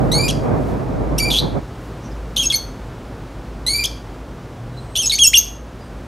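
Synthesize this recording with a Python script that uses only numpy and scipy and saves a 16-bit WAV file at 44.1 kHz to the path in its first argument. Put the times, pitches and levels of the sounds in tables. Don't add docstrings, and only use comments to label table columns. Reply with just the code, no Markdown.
import sys
import numpy as np
from scipy import signal
from scipy.fft import rfft, irfft, next_fast_len
from scipy.io import wavfile
from scipy.ndimage import map_coordinates

SR = 44100
rng = np.random.default_rng(int(sys.argv[2]) if len(sys.argv) > 2 else 0)


def put_to_file(sound):
    columns = np.atleast_2d(sound).T
    safe = np.clip(columns, -1, 1)
    whole_steps = np.round(safe * 32767)
    wavfile.write(sys.argv[1], SR, whole_steps.astype(np.int16))


N = 267731
TOP_HZ = 15750


def lovebirds():
    calls = [(RASP[0][0], rasp())]
    for sing, table in [(squawk, SQUAWKS), (flick, FLICKS), (chatter, CHATTER), (whistle, WHISTLES)]:
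        calls += [(start, sing(*row)) for start, *row in table]
    track = np.zeros(N)
    for start, call in calls:
        add(track, start, call)
        add(track, start, room(call, early_db=-12, tail_db=-13.5, build_s=0.0052))
    return track


# t/s, length/s, start f/Hz, top f/Hz, first quaver peak/s, start level/dB,
# overtone boost/dB, extra roughness at the start/0-1
SQUAWKS = [(0.116, 0.16, 1954, 2503, 0.03, -18.5, 2, 0.23), (1.196, 0.11, 2274, 2417, 0.016, -20, -5.5, 0),
           (3.664, 0.170, 1996, 2444, 0.0352, -17, 0, 0.33)]
def squawk(length, start_hz, top_hz, crest_s, db, overtone_db, rough):
    climb_s, clear_s, fade_db_per_s = 0.075, 0.025, 34
    quaver_rate_hz, quaver_depth_hz = 19.6, 40.6
    t = clock(length)
    quaver = quaver_depth_hz * np.cos(2 * np.pi * quaver_rate_hz * (t - crest_s))
    pitch = top_hz + (start_hz - top_hz) * np.exp(-t / climb_s) + quaver
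    roughness = 0.086 + rough * np.exp(-t / clear_s)
    return voice(pitch, db - fade_db_per_s * t, roughness, overtone_db)


# t/s, slide/s, hold/s, drop/s, low part/s, start f/Hz, high f/Hz, low f/Hz,
# high level/dB, level at the drop/dB, end level/dB, overtone boost/dB, base roughness/0-1
CHATTER = [(2.375, 0.022, 0.031, 0.0091, 0.026, 2915, 3300, 2690, -15.5, -20.5, -26.5, 1, 0.35),
           (2.5, 0.0068, 0.013, 0.0064, 0.025, 3630, 3330, 2122, -14.5, -23.5, -14, -3, 0.35),
           (4.97, 0.033, 0.011, 0.02, 0.029, 2834, 3240, 2655, -16, -22, -20.5, 7, 0.3),
           (5.096, 0.016, 0.0027, 0.0055, .027, 4090, 3635, 2168, -17, -22.5, -14.5, -3, 0.47),
           (5.18, .014, .036, .014, 0.025, 1677, 3347, 2757, -14, -7, -11, 4.5, 0.04),
           (5.331, .015, 0.0033, 0.00505, 0.02, 1696, 3424, 2850, -4, -9, -12, -7, 0.02)]
def chatter(slide_s, hold_s, drop_s, low_s, start_hz, high_hz, low_hz,
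            high_db, drop_db, end_db, overtone_db, rough):
    sag_hz_per_s, rest_hz = 3360, 2470
    slide_end, hold_end, drop_end, end = np.cumsum([slide_s, hold_s, drop_s, low_s])
    t = clock(end)
    sagged_hz = high_hz - sag_hz_per_s * hold_s
    relaxed_hz = low_hz + 0.25 * (rest_hz - low_hz)
    pitch = np.interp(t, [0, slide_end, hold_end, drop_end, end],
                      [start_hz, high_hz, sagged_hz, low_hz, relaxed_hz])
    octaves_below = np.log2(high_hz / pitch) * (t < slide_end)
    db = np.interp(t, [slide_end, hold_end, end], [high_db, drop_db, end_db]) - 20 * octaves_below
    strain = np.interp(t, [0, slide_end, hold_end + drop_s / 2, end], [1.33, 0.5, 1.33, 0.5])
    return voice(pitch, db, rough * strain, overtone_db - 19 * octaves_below)


# t/s, length/s, start f/Hz, end f/Hz, start level/dB,
# middle level/dB, overtone boost/dB, roughness/0-1
WHISTLES = [(2.455, 0.027, 6360, 6610, -23, -14.5, -12, .13),
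            (2.551, .024, 6040, 6300, -30, -18, 8.5, 0.28), (5.058, .026, 6390, 6680, -22, -16, -11, 0.34),
            (5.149, .019, 6140, 6520, -21.5, -20, -0.5, 0.5), (5.264, 0.024, 6260, 7050, -23, -7, 5, 0),
            (5.372, 0.022, 5990, 6585, -10, -6, 8.5, 0)]
def whistle(length, start_hz, end_hz, snap_db, db, overtone_db, rough):
    snap_from_hz, snap_s = 2300, 0.0022
    t = clock(length)
    leap = np.clip(1 - t / snap_s, 0, 1)
    rise = (t / length) ** 0.7
    pitch = start_hz + (end_hz - start_hz) * rise - (start_hz - snap_from_hz) * leap
    ends_db = np.interp(t, [0, length], [snap_db, db - 5.5])
    level_db = ends_db + (db - ends_db) * np.sin(np.pi * t / length)
    return voice(pitch, level_db, rough + 0.35 * leap, overtone_db)


# t/s, length/s, bottom f/Hz, top f/Hz, top level/dB, overtone boost/dB, roughness/0-1
FLICKS = [(0.277, 0.037, 2285, 3326, -20.5, 1.5, 0.7), (1.179, 0.019, 2360, 2910, -20, 5, 0.64),
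          (2.362, 0.0142, 2990, 3510, -17.5, 4, 0.84), (3.836, 0.027, 2287, 3480, -16, 7, .55),
          (4.953, 0.023, 3260, 3546, -17, 7, .85)]
def flick(length, foot_hz, top_hz, db, overtone_db, rough, swell_db=7.5):
    arch = np.sin(np.pi * clock(length) / length) ** 1.3
    pitch = foot_hz + (top_hz - foot_hz) * arch
    return voice(pitch, db - swell_db * (1 - arch), rough, overtone_db)


# t/s, f/Hz, level/dB
RASP = [(1.303, 3834, -17), (1.325, 3250, -20.5), (1.376, 3346, -19), (1.397, 4155, -19.5),
        (1.405, 4300, -24.5)]
def rasp():
    start, end = RASP[0][0], RASP[-1][0]
    pitch, db = curves(RASP, start + clock(end - start))
    return voice(pitch, db, rough=0.88, overtone_db=-3)


def voice(pitch, db, rough, overtone_db, pulse_hz=175, edge_s=0.0018):
    size = len(pitch)
    t = np.arange(size) / SR
    rough = np.clip(rough, 0, 1)
    shaky_pitch = pitch * (1 + 0.064 * rough * wobble(1600, size))
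    multiples = np.arange(1, 9)[:, None]
    levels = tone_balance(pitch, multiples, overtone_db)
    unrest = np.sqrt(rough) * (1 - rough / 2)
    flicker = amp(5 * unrest * np.array([wobble(376.3, size) for _ in multiples]))
    tone = np.sqrt(2) * np.sum(levels * flicker * np.sin(multiples * phase(shaky_pitch)), axis=0)
    breath = amp(-6) * rough * beak_air(size)
    pulse_rate = pulse_hz * (1 + 0.427 * wobble(pulse_hz, size))
    pulses = 1 + 0.7 * rough ** 2 * np.cos(phase(pulse_rate))
    flutter = amp(-unrest * wobble(830, size))
    soft_edges = np.clip(np.minimum(t, t[-1] - t) / edge_s, 0, 1)
    return amp(db) * (tone + breath) * pulses * flutter * soft_edges


# base f/Hz, first overtone level/dB, upper overtones level/dB
OVERTONES = [(2000, 17.5, 10.5), (2310, 11, 6), (2356, -1.5, -11.5), (2470, -5.5, -6.5), (2764, 5.5, 1),
             (2856, 1.5, -0.5), (3250, -8, -20.5), (3390, -21, -24.5), (4150, -27, -30), (6370, -17, -40)]
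# f/Hz, level/dB
THROAT = [(1700, -21.5), (3400, 8), (4300, 3.5), (5000, -5.5), (6400, 1), (7400, -2), (8600, 3),
          (10000, -4.5), (11400, -1), (12400, -13.5), (13300, -17.5), (15500, -29)]
def tone_balance(pitch, multiples, overtone_db):
    size = len(pitch)
    octave_db, upper_db = curves(OVERTONES, pitch)
    upper_hz = multiples[2:] * pitch
    shimmer_db = 3 * np.array([wobble(67, size) for _ in upper_hz])
    ring = amp(along(THROAT, upper_hz) + shimmer_db) * (upper_hz < TOP_HZ)
    upper = amp(upper_db + overtone_db) * ring / np.sqrt(np.sum(ring ** 2, axis=0) + 0.01)
    levels = np.vstack([np.ones(size), amp(octave_db + overtone_db), upper])
    return levels / np.linalg.norm(levels, axis=0)


# f/Hz, level/dB
BREATH_COLOUR = [(1900, -28), (3200, 7), (4200, 6), (5100, -2.5), (6300, 2.5), (7400, -15), (8600, -0.5),
                 (10000, -20), (11400, 5), (12200, -6), (13000, -31)]
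def beak_air(size):
    return noise(BREATH_COLOUR, size)


# f/Hz, time to fade by 60 dB/s
ROOM_FADE = [(500, 0.93), (3000, 0.43), (6500, 0.38), (10000, 0.42), (15000, 0.24)]
# f/Hz, level/dB
ROOM_COLOUR = [(1500, -6.5), (3000, -2), (4500, 6), (6500, 1), (9000, -2.5), (14000, 1.5)]
def room(x, early_db, tail_db, build_s):
    hz, t, bands = signal.stft(rng.standard_normal(SR // 2), SR, nperseg=256)
    fade = amp(-60 * t / along(ROOM_FADE, hz)[:, None])
    build_up = 1 - np.exp(-t / build_s)
    tail = signal.istft(bands * fade * build_up, SR, nperseg=256)[1]
    walls = np.zeros(len(tail))
    walls[(rng.uniform(0.002, 0.022, size=12) * SR).astype(int)] = rng.standard_normal(size=12)
    echoes = amp(tail_db) * tail / np.linalg.norm(tail) + amp(early_db) * walls / np.linalg.norm(walls)
    return signal.fftconvolve(x, filtered(echoes, lambda hz: amp(along(ROOM_COLOUR, hz))))


# t/s, level/dB
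GUSTS = [(0.01, -15.5), (0.108, -22.5), (0.122, -17), (0.388, -23.5), (0.504, -16.5), (0.712, -23.5),
         (1.356, -24), (1.386, -26), (1.422, -24), (1.482, -25.5), (1.57, -22.5)]
# f/Hz, level/dB
RUMBLE_COLOUR = [(35, -20), (60, -14.5), (76, -4.5), (124, 3), (211, -5.5), (266, -3), (376, -9),
                 (510, -8.5), (775, -13), (1900, -34.5), (2470, -37.5), (4180, -120)]
# f/Hz, likeness/0-1
RUMBLE_LIKENESS = [(60, 0.74), (120, 0.47), (400, 0.19), (1500, 0.067)]
def draught(end_s=1.605, fade_s=0.02):
    t = np.arange(N) / SR
    shared = noise(RUMBLE_COLOUR)
    apart = filtered(noise(RUMBLE_COLOUR), lambda hz: np.tan(np.arccos(along(RUMBLE_LIKENESS, hz)) / 2))
    left_right = np.array([amp(-1.2) * (shared + apart), amp(1) * (shared - apart)])
    lumps = amp(1.5 * wobble(30.16, N))
    stop = np.clip((end_s - t) / fade_s, 0, 1)
    return left_right * loudness(GUSTS) * lumps * stop


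# t/s, length/s, start f/Hz, end f/Hz, level before the room/dB, shake/share of pitch
FAR_CHIRPS = [(2.01, 0.076, 6140, 5820, -57, 0.04), (2.088, 0.036, 5360, 5000, -62, 0.046),
              (4.639, 0.3, 3830, 4300, -58.5, 0.016), (4.707, 0.29, 8230, 8240, -58, 0.012),
              (5.758, 0.132, 8660, 8450, -69.5, .015), (5.779, 0.095, 4760, 4810, -64, .015)]
def far_birds():
    track = np.zeros(N)
    for start, length, start_hz, end_hz, db, shake in FAR_CHIRPS:
        size = int(length * SR)
        waver = 1 + shake * wobble(690, size) + 0.011 * wobble(40, size)
        pitch = np.linspace(start_hz, end_hz, size) * waver
        swell = np.hanning(size) * amp(4 * wobble(30, size))
        chirp = amp(db) * unit(swell * np.sin(phase(pitch)))
        add(track, start, room(chirp, early_db=1, tail_db=-6, build_s=0.008))
    return track


# t/s, level/dB
DRONE_LEVEL = [(0.0, -24), (0.44, -33), (0.56, -26), (0.83, -38), (1.1, -21.5), (1.99, -43), (2.15, -27.5),
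               (3.08, -41.5), (3.62, -30.5), (4.73, -43), (4.77, -55), (5.11, -32.5), (5.66, -36),
               (5.7, -51.5), (6.02, -41.5), (6.07, -52)]
def drone():
    return loudness(DRONE_LEVEL) * wavering_tone(hz=52.9)


# f/Hz, level/dB
HUM_TONES = [(118.4, -49.5), (253, -51.5), (506, -56)]
# t/s, level/dB
HUM_SWELL = [(4.5, -54), (4.6, -33.5), (4.9, -36), (5.05, -49)]
def hum():
    steady = sum(amp(db + 0.71 * wobble(2.89, N)) * wavering_tone(hz) for hz, db in HUM_TONES)
    return steady + loudness(HUM_SWELL) * wavering_tone(HUM_TONES[0][0])


# t/s, level/dB
NOISE_LEVEL = [(2.0, -31.5), (4.9, -33.5), (5.3, -37), (5.9, -33)]
# f/Hz, level/dB
NOISE_COLOUR = [(15, -44.5), (25, -29), (43, -1.5), (61, -2.5), (79, -11.5), (113, -5), (198, -12.5),
                (253, -11.5), (445, -16), (495, -16.5), (648, -19), (1380, -25.5), (1950, -32), (6050, -43),
                (15500, -56.5)]
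def room_noise():
    return loudness(NOISE_LEVEL) * amp(0.17 * wobble(8, N)) * noise(NOISE_COLOUR)


# t/s, level/dB
HISS_LEVEL = [(0, -48.5), (.5, -55), (.7, -47), (1, -71), (1.58, -67), (1.63, -75), (1.85, -51), (2.1, -76),
              (6.07, -68)]
def hiss():
    return loudness(HISS_LEVEL) * noise([(1000, -3), (4000, -9), (15000, -19)])


def amp(db):
    return 10 ** (np.asarray(db) / 20)


def unit(x):
    return x / np.sqrt(np.mean(x ** 2) + 1e-20)


def clock(length):
    return np.arange(int(length * SR)) / SR


def phase(hz):
    return 2 * np.pi * np.cumsum(hz) / SR


def wavering_tone(hz, waver_hz=2.5):
    return np.sqrt(2) * np.sin(phase(hz + waver_hz * wobble(10, N)))


def along(points, hz):
    f, values = np.transpose(points)
    return np.interp(np.log(hz + 1), np.log(f + 1), values)


def curves(rows, at):
    first, *columns = np.transpose(rows)
    return [np.interp(at, first, column) for column in columns]


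def loudness(points):
    return amp(curves(points, np.arange(N) / SR)[0])


def wobble(rate, size):
    return map_coordinates(rng.standard_normal(int(size * rate / SR) + 4), [np.arange(size) * rate / SR])


def filtered(x, response):
    padded = next_fast_len(x.shape[-1] + SR // 4)
    return irfft(rfft(x, padded) * response(np.fft.rfftfreq(padded, 1 / SR)), padded)[..., :x.shape[-1]]


def noise(colour, size=N):
    return unit(filtered(rng.standard_normal(size), lambda hz: amp(along(colour, hz))))


def add(track, start_s, x):
    part = track[max(round(start_s * SR), 0):][:len(x)]
    part += x[:len(part)]


def scene():
    return lovebirds() + far_birds() + drone() + hum() + room_noise() + hiss() + draught()


def record(dry):
    low_cut_hz, ceiling = 40, 0.93
    sound = filtered(dry, lambda hz: 1 / np.sqrt(1 + (low_cut_hz / (hz + 1)) ** 6))
    sound = sound / (1 + np.abs(sound / ceiling) ** 10) ** (1 / 10)
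    return filtered(sound, lambda hz: hz < TOP_HZ)


dry = scene()
out = record(dry)
put_to_file(out)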